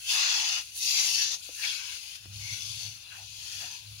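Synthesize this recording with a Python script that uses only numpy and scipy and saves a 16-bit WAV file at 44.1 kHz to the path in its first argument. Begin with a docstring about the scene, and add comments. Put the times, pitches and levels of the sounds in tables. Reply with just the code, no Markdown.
"""Sweeping rice on a tarpaulin

Unhusked rice is swept along in five strokes, close to a hand-held camera outdoors. Countless husks
rub into a hiss with a fine sizzle on top; where a stroke bears down, a lower scrape and short scuffs
join in. There are three small knocks, and a low wavering hum comes up in the second half."""
import sys
import numpy as np
from scipy import signal
from scipy.fft import rfft, irfft, next_fast_len
from scipy.io import wavfile
from scipy.ndimage import uniform_filter1d, map_coordinates

SR = 44100
rng = np.random.default_rng(int(sys.argv[2]) if len(sys.argv) > 2 else 0)


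def materialize(psi):
    """Save the field psi as 16-bit PCM at rate SR to the path in sys.argv[1].

    A 1-D psi becomes a single channel; in a 2-D psi each row is a channel.
    """
    bounded = np.clip(np.atleast_2d(psi).T, -1, 1)
    quanta = np.round(bounded * 32767).astype(np.int16)
    wavfile.write(sys.argv[1], SR, quanta)


N = 176400

# The outdoor background. Each row: frequency in Hz, relative level in dB.
AIR_SPECTRUM = [(15, -37), (25, -6.5), (69, 8.5), (92, 7.5), (306, -14.5), (446, -16.5), (763, -12.5),
                (1030, -35), (1190, -30), (1560, -12.5), (1800, -21.5), (2340, -49), (3960, -120)]
# How the hum swells. Each row: time in seconds, relative level in dB.
HUM_LEVELS = [(2.15, -80), (2.282, -45), (2.458, -43.5), (2.478, -56), (2.53, -43), (2.576, -64),
              (2.648, -50.5), (2.778, -47.5), (2.808, -61), (2.866, -42.5), (2.974, -65), (3.144, -64),
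              (3.246, -52.5), (3.514, -66), (3.556, -54), (3.788, -68), (3.906, -46), (4.0, -57)]
# The rumble under the hum. Each row: frequency in Hz, relative level in dB.
RUMBLE_SPECTRUM = [(25, -26), (55, -10), (100, -7.5), (135, -4), (155, -22.5), (200, -17.5), (280, -51.5),
                   (600, -43)]
# The knocks. Each row: start in seconds, thud level in dB, thud pitch in Hz,
# seconds for the thud to fade by 60 dB, tick gain in dB.
KNOCKS = [(1.491, -41.5, 500, 0.026, -37), (1.973, -52.5, 398, 0.014, -56), (2.257, -53.5, 340, 0.039, -36)]
# Where the sweep catches. Each row: middle in seconds, half the length in seconds, pitch in Hz,
# width of the resonance in Hz, relative level in dB, lean to the left in dB.
SCUFFS = [(0.38, 0.15, 347, 80, -63, 3), (0.99, 0.24, 343, 200, -63, -3), (1.22, 0.14, 1770, 250, -45, -5),
          (1.32, 0.091, 504, 119, -58.5, -5), (1.633, 0.12, 1780, 506, -46, -11),
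          (1.649, 0.035, 2330, 350, -31.5, 8), (1.697, 0.064, 3300, 352, -32, -4),
          (1.91, 0.16, 1610, 197, -55.5, -6), (2.507, 0.2, 2190, 200, -43.5, 6.5),
          (2.86, 0.15, 726, 398, -67, 5), (3.132, 0.074, 1560, 350, -49, -2),
          (3.14, 0.17, 2670, 402, -50, 14), (3.21, 0.087, 780, 250, -55.5, 2),
          (3.64, 0.074, 730, 298, -52, -1), (3.638, .06, 340, 250, -78, -6)]
# Rubbing husks at the two microphones. Each row: frequency in Hz, left gain in dB, right gain in dB.
HUSK_SPECTRUM = [(260, -12.5, -21.5), (520, -36.5, -27.5), (746, -19, -25), (1105, -18.5, -16),
                 (1420, -17, -14.5), (1736, -26, -17.5), (2130, -8, -13.5), (2620, 5, -10), (3030, 0.5, -8),
                 (3530, 1.5, -6.5), (3780, -1, -9.5), (4500, 3.5, -7.5), (5830, -4, -11.5),
                 (5990, 1.36, -7.5), (6930, -8, -17.5), (7940, -21.5, -33), (9360, -19.5, -19),
                 (10420, -18, -13.5), (11260, -24, -14), (12260, -42, -23.5), (14100, -34, -27.5),
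                 (16000, -14, -9), (15100, -24.5, -24.5)]
# How alike the husks sound left and right. Each row: frequency in Hz, likeness from 0 to 1.
LIKENESS = [(300, 0.8), (1300, 0.71), (3000, 0.67), (6000, 0.59), (8000, 1), (11000, 0.68), (15000, .25)]
# One list per stroke. Each row: time in seconds, then relative hiss, sizzle and scrape levels in dB.
STROKE_LEVELS = [
    [(0.0, -56, -53, -67), (0.052, -44, -49.5, -66), (0.11, -24, -39.5, -50.5), (0.14, -27.5, -40, -42),
     (0.22, -25.5, -47, -41.5), (0.276, -26, -48, -44), (0.348, -27, -46, -44), (0.532, -31, -49, -50.5),
     (0.59, -33, -51.5, -48), (0.646, -49.5, -55.5, -70), (0.68, -48.5, -58, -70), (0.72, -57, -60, -73)],
    [(0.72, -53.5, -61, -71), (0.774, -43, -41, -67), (0.806, -37.5, -45, -70), (0.826, -32, -41, -64),
     (1.004, -24.5, -40, -50), (1.024, -29, -41.5, -53), (1.084, -29, -39.5, -49.5),
     (1.138, -29.5, -42, -56), (1.22, -26, -44.5, -49.5), (1.302, -34.5, -52.5, -57.5),
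     (1.346, -33, -50, -52.5), (1.372, -46.5, -57, -66), (1.41, -53, -56, -70)],
    [(1.41, -63, -56, -64), (1.43, -47, -54, -79), (1.442, -47.5, -51.5, -68), (1.5, -49.5, -56, -65.5),
     (1.562, -48, -50.5, -67), (1.6, -43, -46.5, -59), (1.66, -34, -46.5, -52), (1.82, -42, -54, -57),
     (1.954, -42.5, -51.5, -63), (2.008, -49, -54.5, -67.5), (2.16, -49, -55, -64.5),
     (2.214, -67, -71, -73), (2.25, -57, -75, -66)],
    [(2.25, -75, -72, -60.5), (2.282, -73, -81, -73), (2.326, -54, -69, -65), (2.342, -49.5, -57, -68),
     (2.548, -38.5, -51.5, -61), (2.562, -41.5, -51.5, -60), (2.782, -41, -52.5, -69),
     (2.856, -40, -52, -62), (2.924, -48, -59.5, -70), (2.976, -51.5, -61, -65), (3.0, -59, -73, -71),
     (3.018, -53, -68, -65), (3.03, -51, -73, -69)],
    [(3.03, -53, -71, -68), (3.05, -67, -77, -68.5), (3.12, -56, -64, -65), (3.186, -51.5, -58, -61),
     (3.292, -49, -66, -73), (3.302, -50.5, -60.5, -72), (3.454, -44.5, -54, -61.5),
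     (3.596, -40.5, -51.5, -59.5), (3.642, -42, -53, -51), (3.778, -47.5, -59, -66),
     (3.816, -57, -65, -72.5), (3.954, -59, -59, -70.5), (4.0, -53, -62, -72)],
]
# The tone of each stroke. Each row: hiss's lean to the left in dB, its brightening in dB per octave,
# its resonance in Hz, boost there in dB, left side's delay in ms, scrape's lower edge in Hz.
STROKE_TONES = [(-4, 4.1, 2740, 4, 1.205, 560), (-2.5, 6, 5750, 2.5, 1.14, 363),
                (3.5, 2.5, 2940, 3, 1.26, 890), (0.5, 5, 5900, 2.5, 1.18, 110), (0, 6, 2970, 5, 1.24, 316)]

SCRAPE_TOP_HZ, HISS_TOP_HZ = 2037, 7590  # scrape lies below these, hiss between, sizzle above
LEFT_RIGHT = np.array([[.5], [-.5]])  # splits a difference evenly between the two sides


def amp(db):
    """Turn decibels into a gain."""
    return 10 ** (np.asarray(db) / 20)


def unit(x):
    """Scale a signal to an average (rms) level of 1."""
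    return x / np.sqrt(np.mean(x ** 2) + 1e-20)


def along(points, hz):
    """Read between a table's rows on a logarithmic frequency scale."""
    freqs, values = np.transpose(points)
    return np.interp(np.log(hz + 1), np.log(freqs + 1), values)


def wobble(rate):
    """A smooth curve through `rate` random values a second."""
    return map_coordinates(rng.standard_normal(int(N * rate / SR) + 4), [np.arange(N) * rate / SR])


def filtered(x, response):
    """Give each frequency in x the gain that `response` sets for it."""
    n = x.shape[-1]
    padded = next_fast_len(n + 4096)
    return irfft(rfft(x, padded) * response(np.fft.rfftfreq(padded, 1 / SR)), padded)[..., :n]


def below(hz, edge_hz, order=14):
    """A gain that keeps what is below the edge; a higher order cuts more steeply."""
    return 1 / np.sqrt(1 + (hz / edge_hz) ** (2 * order))


def above(hz, edge_hz, order=14):
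    """A gain that keeps what is above the edge."""
    return np.sqrt(1 - below(hz, edge_hz, order) ** 2)


def outdoor_air(level_db=-66.5, side_db=-10):
    """Quiet outdoor noise, mostly low and nearly the same on both sides."""
    noise = rng.standard_normal((2, N))
    mid, side = filtered(noise, lambda hz: amp(along(AIR_SPECTRUM, hz)) * below(hz, 2500, order=3))
    return amp(level_db) * unit(mid + amp(side_db) * np.array([side, -side]))


def hum(pitch_hz=105.1, waver=0.0312, tone_db=-2.5, rumble_db=-8.5, side_db=-12):
    """A low wavering tone and a rumble that swell together."""
    times, db = np.transpose(HUM_LEVELS)
    level = amp(np.interp(np.arange(N) / SR, times, db, left=-120) + 0.64 * wobble(25.35))
    pitch = pitch_hz * (1 + waver * wobble(22.01))
    tone = np.sqrt(2) * np.sin(2 * np.pi * np.cumsum(pitch) / SR)
    rumble = unit(filtered(rng.standard_normal(N), lambda hz: amp(along(RUMBLE_SPECTRUM, hz))))
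    mid = level * (amp(tone_db) * tone + amp(rumble_db) * rumble)
    side = amp(side_db) * signal.hilbert(mid).imag  # puts left and right slightly out of step
    return np.array([mid + side, mid - side])


def knocks(tick_fade_s=0.006, rustle_db=-13, rustle_fade_s=0.098):
    """Small dull knocks: a tick, a thud of a few cycles and a short rustle near the thud's pitch."""
    out, t = np.zeros(N), np.arange(SR // 10) / SR
    fade = lambda seconds: amp(-60 * t / seconds)
    for start, thud_db, pitch, fade_s, tick_db in KNOCKS:
        tick_noise, noise = rng.standard_normal((2, len(t)))
        tick = filtered(tick_noise * fade(tick_fade_s), lambda hz: below(hz, 4000, order=2))
        rustle = unit(filtered(noise, lambda hz: above(hz, pitch / 2) * below(hz, 1.4 * pitch, order=4)))
        thud = fade(fade_s) * np.sin(2 * np.pi * pitch * t)
        thud += amp(rustle_db) * fade(rustle_fade_s) * rustle
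        out[round(start * SR):][:len(t)] += amp(thud_db) * thud + amp(tick_db) * tick
    return out


def husk_contacts(patchy_db, ticks_per_s=5000, spread_db=2.5, tick_share=0.35):
    """Husks touching: three separate streams of tiny ticks over a smooth rush."""
    ticks = (rng.random((3, N)) < ticks_per_s / SR) * rng.choice([-1, 1], (3, N))
    ticks = unit(ticks * amp(spread_db * np.minimum(rng.standard_normal((3, N)), 3)))
    streams = np.sqrt(tick_share) * ticks + np.sqrt(1 - tick_share) * rng.standard_normal((3, N))
    # Random patches of the spectrum grow louder and softer, less so in the high treble.
    spectra = signal.stft(streams, nperseg=1024)[2]
    patches = uniform_filter1d(rng.standard_normal(spectra.shape[1:]), size=4, axis=0)
    patches = unit(uniform_filter1d(patches, size=12, axis=1))
    depth_db = patchy_db * below(np.fft.rfftfreq(1024, 1 / SR), 9100, order=2)[:, None]
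    return signal.istft(spectra * amp(depth_db * patches), nperseg=1024)[1][:, :N]


def at_microphones(streams, band, lag_ms, turn_radians=1.36):
    """One band of husk noise in stereo: both sides share one stream and each has one of its own."""
    husks = np.array(HUSK_SPECTRUM)
    shared = filtered(streams[0], lambda hz: np.sqrt(along(LIKENESS, hz)))
    own = filtered(streams[1:], lambda hz: np.sqrt(1 - along(LIKENESS, hz)))
    # The left side hears it later, with an extra turn of phase above the scrape.
    phase = lambda hz: turn_radians * above(hz, SCRAPE_TOP_HZ) - 2 * np.pi * hz * lag_ms / 1000
    colour = lambda hz: amp([along(husks[:, [0, 1]], hz), along(husks[:, [0, 2]], hz)])
    pair = filtered(shared + own, lambda hz: band(hz) * colour(hz) * np.exp(1j * phase(hz) * LEFT_RIGHT))
    return pair / np.sqrt(np.mean(pair.mean(0) ** 2) + 1e-20)  # the two sides' average has level 1


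def hiss_band(hz):
    """The range where the husks hiss."""
    return above(hz, SCRAPE_TOP_HZ) * below(hz, HISS_TOP_HZ)


def sizzle_band(hz):
    """The fine treble above the hiss."""
    return above(hz, HISS_TOP_HZ)


def trickle(hiss_db=-52.5, sizzle_db=-60):
    """Settling grain rustles faintly and steadily, even between strokes."""
    streams = husk_contacts(patchy_db=3.2)
    soft_band = lambda hz: hiss_band(hz) * above(hz, 2300) * amp(-1.5 * np.log2(hz + 1))
    hiss = at_microphones(streams, soft_band, lag_ms=1.232)
    sizzle = at_microphones(streams, sizzle_band, lag_ms=1.22)
    return amp(hiss_db) * hiss + amp(sizzle_db) * sizzle


def scuffs(gain_db=-2.6, likeness=0.39, lag_ms=1.19):
    """Where the sweep catches, rough noise swells briefly around one pitch."""
    out, t = np.zeros((2, N)), np.arange(N) / SR
    noise = rng.standard_normal((3, N))
    rough_db = -wobble(120)
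    pair = np.sqrt(likeness) * noise[0] + np.sqrt(1 - likeness) * noise[1:]
    delay = lambda hz: np.exp(-2j * np.pi * hz * lag_ms / 1000 * LEFT_RIGHT)
    for middle, half_length, pitch, width, db, lean_db in SCUFFS:
        on = abs(t - middle) < half_length
        ring = unit(filtered(pair[:, on], lambda hz: delay(hz) / (1 + ((hz - pitch) / (width / 2)) ** 2)))
        swell = np.cos(np.pi * (t[on] - middle) / (2 * half_length)) ** 4
        out[:, on] += amp(gain_db + db + rough_db[on] + lean_db * LEFT_RIGHT) * swell * ring
    return out


def sweeping(hiss_gain_db=0.05, sizzle_gain_db=1.42, scrape_gain_db=0.03, ring_half_width_hz=220):
    """Each stroke rubs husks into hiss, sizzle and scrape, fluttering as clumps of grain give way."""
    out, t = np.zeros((2, N)), np.arange(N) / SR
    streams = husk_contacts(patchy_db=2.87)
    flutter_db, scrape_flutter_db = 0.54 * wobble(70), 0.75 * wobble(60)
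    for rows, (lean_db, tilt_db, ring_hz, ring_db, lag_ms, edge_hz) in zip(STROKE_LEVELS, STROKE_TONES):
        times, *levels = np.transpose(rows)
        on = (t >= times[0]) & (t < times[-1])
        boost_db = lambda hz: ring_db / (1 + ((hz - ring_hz) / ring_half_width_hz) ** 2)
        bright_hiss = lambda hz: hiss_band(hz) * amp(tilt_db * np.log2((hz + 1) / ring_hz) + boost_db(hz))
        scrape_band = lambda hz: below(hz, SCRAPE_TOP_HZ) * above(hz, edge_hz, order=4)
        layers = [(bright_hiss, hiss_gain_db + lean_db * LEFT_RIGHT),
                  (sizzle_band, sizzle_gain_db),
                  (scrape_band, scrape_gain_db + scrape_flutter_db[on])]
        for (band, gain_db), db in zip(layers, levels):
            loudness = amp(np.interp(t[on], times, db) + flutter_db[on] + gain_db)
            out[:, on] += loudness * at_microphones(streams[:, on], band, lag_ms)
    return out


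def scene():
    """Rice in stereo, with the hum, knocks and outdoor air near the middle."""
    return sweeping() + scuffs() + trickle() + hum() + knocks() + outdoor_air()


def record(dry, top_hz=15800):
    """The camera keeps nothing above its highest frequency."""
    return filtered(dry, lambda hz: hz < top_hz)


dry = scene()
out = record(dry)
materialize(out)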